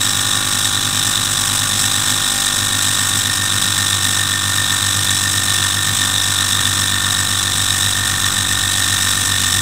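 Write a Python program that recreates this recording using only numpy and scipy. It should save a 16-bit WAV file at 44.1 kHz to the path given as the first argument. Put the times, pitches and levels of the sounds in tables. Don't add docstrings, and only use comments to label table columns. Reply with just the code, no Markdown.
import sys
import numpy as np
from scipy import signal
from scipy.fft import rfft, irfft
from scipy.io import wavfile

SR = 44100
rng = np.random.default_rng(int(sys.argv[2]) if len(sys.argv) > 2 else 0)


def log_audio(samples):
    frames = np.atleast_2d(samples).T
    limited = np.clip(frames, -1, 1)
    pcm = np.round(limited * 32767).astype(np.int16)
    wavfile.write(sys.argv[1], SR, pcm)


def nominal_scale(level):
    x = np.asarray(level, float) / 20
    return 10 ** x


N = 423801
TIME_S = np.arange(N) / SR


def evened(x):
    return x / np.sqrt(np.mean(x ** 2) + 1e-20)


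def curve(rows):
    s, value = np.transpose(rows)
    return np.interp(TIME_S, s, value)


def coloured(x, points):
    f, db = np.transpose(points)
    hz = np.fft.rfftfreq(len(x), 1 / SR)
    gain = nominal_scale(np.interp(np.log(hz + 1), np.log(f + 1), db))
    return evened(irfft(rfft(x) * gain, len(x)))


def ring(force, modes):
    t = np.arange(SR // 8) / SR
    body = np.zeros(len(t))
    for k, (hz, width_hz, db) in enumerate(modes):
        decay = width_hz * np.exp(-np.pi * width_hz * t)
        body += (-1) ** k * nominal_scale(db) * decay * np.sin(2 * np.pi * hz * t)
    return evened(signal.oaconvolve(force, body)[:N])


def wander(hz):
    pole = np.exp(-2 * np.pi * hz / SR)
    return evened(signal.lfilter([1], [1, -2 * pole, pole ** 2], rng.standard_normal(N)))


# start_s [s], speed_hz [turns/s]
CRANK_SPEED = [(0, 49.987), (0.5, 49.914), (2, 49.531), (2.4, 49.447), (4, 49.035), (6, 48.682),
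               (9.62, 48.133)]


def crank():
    speed_hz = curve(CRANK_SPEED)
    return speed_hz, .3946 + np.cumsum(speed_hz) / SR


# start_s [s], passes [balls per turn]
BALL_PASSES = [(0, 2.217), (1, 2.188), (1.6, 2.182), (2, 2.16), (3, 2.151), (4, 2.157), (9.62, 2.1572)]


def bearing(speed_hz):
    return -.1 + np.cumsum(speed_hz * curve(BALL_PASSES)) / SR


# frame_db, plate_db, block_db, rattle_db [dB]
KNOCK_FORCE = [
    (-1.5, 0, -2, -2),
    (-12, -9, -1, -3),
    (0, -20, -2.5, 3),
    (-12, -20, -5, 0),
    (-3, -16, -13, -1.5),
    (-5, -16, -13, 0),
    (-7, -8, -13, -10),
]
KNOCK_ANGLE = [.035, .085, .625, .715, .81, .87, .955]
KNOCK_SCATTER = [.0012, .003, .001, .003, .0015, .003, .004]
KNOCK_SIGN = [1, 1, -1, -1, -1, -1, 1]


def joints(turns, balls):
    spread_db, beat_db = (1.2, 1.3, 1.3, 2.0), (.8, 2.5, 1.2, 1.4)
    whole = np.arange(np.ceil(turns[0]) - 1, turns[-1])
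    chance = rng.standard_normal((len(whole), len(KNOCK_FORCE), 6)).clip(-2, 2)
    force = np.zeros((4, N))
    for k, part_db in enumerate(KNOCK_FORCE):
        angle = KNOCK_ANGLE[k] + KNOCK_SCATTER[k] * chance[:, k, 0]
        at = np.searchsorted(turns, whole + angle)
        inside = (at > 0) & (at < N)
        at, luck = at[inside], chance[inside, k]
        beat = np.cos(2 * np.pi * balls[at])
        for p, db in enumerate(part_db):
            uneven = 0.38 * luck[:, 1] + 1.68 * luck[:, 2 + p]
            force[p, at] += KNOCK_SIGN[k] * nominal_scale(db + beat_db[p] * beat + spread_db[p] * uneven)
    return force


def chatter(force, t60_s, grain_db, idle):
    t = np.arange(SR // 16) / SR
    decay = nominal_scale(-60 * t / t60_s) * (1 - np.exp(-t / .0003))
    shower = evened(signal.oaconvolve(abs(force), decay)[:N])
    grains = rng.standard_normal(N) * nominal_scale(grain_db * rng.exponential(1, N).clip(0, 5))
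    return evened((shower + idle) * grains)


# pitch_hz [Hz], width_hz [Hz], level_db [dB]
FRAME_MODES = [(680, 20, -15), (1014, 310, 4.5), (1025, 43, -10), (1168, 113, 18.5), (1434, 64, 21.5),
               (1564, 148, 16)]


def frame_ring(force):
    blows = evened(force) + .6 * chatter(force, .05, 1.2, .5)
    return nominal_scale(-27.5 + .5 * wander(2.1)) * ring(blows, FRAME_MODES)


# pitch_hz [Hz], width_hz [Hz], level_db [dB]
PLATE_MODES = [(1812, 30, 0)]


def plate_ring(force, turns):
    rise_db_per_s = 0.38
    level_db = -29 + rise_db_per_s * TIME_S + .5 * wander(1.1)
    free = 1 - .7 * np.exp(-((turns % 1 - .7) / .17) ** 4)
    blows = evened(force) + .32 * chatter(force, .05, .8, .4)
    return nominal_scale(level_db) * evened(free * ring(blows, PLATE_MODES))


# pitch_hz [Hz], width_hz [Hz], level_db [dB]
BLOCK_MODES = [(2610, 480, -19), (3060, 180, -12), (3486, 247, -0.5), (3863, 277, -0.5)]


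def block_ring(force):
    blows = evened(force) + .9 * chatter(force, .008, .8, .3)
    return nominal_scale(-21.3 + .5 * wander(2.1)) * ring(blows, BLOCK_MODES)


# pitch_hz [Hz], width_hz [Hz], level_db [dB]
SMALL_PART_MODES = [(4820, 130, -11), (5430, 120, -3), (5910, 70, -6), (6100, 65, -6), (6575, 14, -3),
                    (6686, 14, -3), (7360, 120, -8), (7757, 60, 1), (8560, 150, -5), (8790, 60, -4),
                    (8950, 120, -6), (13050, 140, -19), (13650, 220, -17), (14155, 14, -13),
                    (14266, 14, -13), (14850, 200, -19)]
# pitch_hz [Hz], level_db [dB]
RATTLE_SPECTRUM = [(1500, -6), (2200, -3), (3000, 0.5), (4500, -6.5), (5500, -2.5), (6900, 1), (8000, 4.5),
                   (9200, 1), (9600, -4), (11300, -4.5), (11900, -11), (12400, -12), (14000, -8.5),
                   (15500, -11.5)]


def rattle(force):
    level_db = -19.5 + .5 * wander(2.1)
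    blows = chatter(force, .024, 2.2, .35) + .45 * evened(force)
    out = nominal_scale(level_db - 3.1 + .6 * wander(5.0)) * ring(blows, SMALL_PART_MODES)
    out += nominal_scale(level_db - 3.0) * coloured(chatter(force, .04, 2.0, .7), RATTLE_SPECTRUM)
    snap = chatter(force, 0.0023, 1.7, 0.022)
    return out + nominal_scale(level_db - 10.0) * coloured(snap, RATTLE_SPECTRUM)


def engine(turns, balls):
    frame, plate, block, loose = joints(turns, balls)
    out = frame_ring(frame) + plate_ring(plate, turns) + block_ring(block) + rattle(loose)
    return signal.sosfilt(signal.butter(5, 700, "high", fs=SR, output="sos"), out)


# start_s [s], seating [0 loose - 1 firm]
BASE_SEATING = [
    (0, .4),
    (.3, 0.2),
    (1.4, 0.14),
    (1.8, 0.36),
    (2.5, 0),
    (2.8, 0.54),
    (3.3, 0.6),
    (3.7, 1),
    (9.62, 0.95),
]


def seating():
    return curve(BASE_SEATING).clip(0, 1)


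def pinch():
    centre_s, half_s = 2.37, 0.19
    return np.exp(-((TIME_S - centre_s) / half_s) ** 4)


def between(loose_db, seated_db, seat):
    return loose_db + (seated_db - loose_db) * seat


def rocking(push, seat):
    loose = nominal_scale(-41.5) * (1 - seat) * np.sin(-push - 1.9)
    creep = nominal_scale(-54) * np.maximum(TIME_S - 2.1, 0)
    return (loose + creep * np.sin(-push)) * nominal_scale(1.4 * wander(6.0))


def twice_hum(push, seat):
    level_db = between(-33, -28, seat) - 2 * pinch()
    return nominal_scale(level_db + .7 * wander(3.0)) * np.cos(2 * push)


# multiple [crank speeds added], level_db [dB]
BEARING_TONES = [(0, 3), (1.002, -10), (2, -6), (3, -1.5), (3.999, -22)]


def bearing_hum(turns, balls, seat):
    base_db = between(-38, -41, seat) - 17.5 * pinch()
    out = np.zeros(N)
    for k, db in BEARING_TONES:
        tone = np.cos(2 * np.pi * (balls + k * turns))
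        out += nominal_scale(base_db + db + 1.5 * wander(3.0)) * tone
    return out


# multiple [crank speeds], level_db [dB]
SHAKE_HARMONICS = [(1, -13), (2, 0), (3, -10.5), (4, -14.5), (5, -7), (6, -15.5), (7, -16), (8, -32),
                   (9, -37), (10, -21), (11, -18), (12, -19.5), (13, -64), (14, -47), (15, -15.5),
                   (16, -9.5)]
SEATED_GAIN = {4: 7, 6: 3.3, 7: -2, 11: -1.9, 12: -4.5, 15: 0.85, 16: -4}


def higher_hum(push, seat):
    high_db = between(-37, -37, seat)
    out = np.zeros(N)
    for k, db in SHAKE_HARMONICS[2:]:
        level_db = high_db + 8 + db + SEATED_GAIN.get(k, 0) * (seat - .5)
        if k == 5:
            level_db = between(-32.5, -42, seat) - 4.5
        lag = .015 * k ** 2 + 1.66 * k + .7
        level = nominal_scale(level_db + 1.2 * wander(6.0))
        out += level * np.cos(k * push - lag + .18 * wander(6.0))
    return out


# pitch_hz [Hz], level_db [dB per Hz]
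RUMBLE_SPECTRUM = [(12, -39), (20, 0), (44, -23), (103, 5), (146, -1.5), (273, -3), (433, -14.5),
                   (524, -14.5), (634, -30), (767, -26), (900, -53), (1170, -49), (1980, -120)]


def rumble():
    return nominal_scale(-35 + 1.5 * wander(4.1)) * coloured(rng.standard_normal(N), RUMBLE_SPECTRUM)


def table(turns, balls):
    seat = seating()
    push = 2 * np.pi * (turns - .5)
    hum = rocking(push, seat) + twice_hum(push, seat)
    hum += bearing_hum(turns, balls, seat) + higher_hum(push, seat)
    return np.sqrt(2) * hum + rumble()


def scene():
    speed_hz, turns = crank()
    balls = bearing(speed_hz)
    return (engine(turns, balls) + table(turns, balls))[None]


def low_pass(x):
    return signal.sosfilt(signal.butter(12, 15990, fs=SR, output="sos"), x)


def record(dry):
    limited = 1.2 * np.tanh(dry / 1.2) + .009
    edge = signal.firwin(1023, 15740, window=("kaiser", 9), fs=SR)
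    mix = signal.oaconvolve(limited, edge[None], "same")
    return low_pass(mix)


dry = scene()
out = record(dry)
log_audio(out)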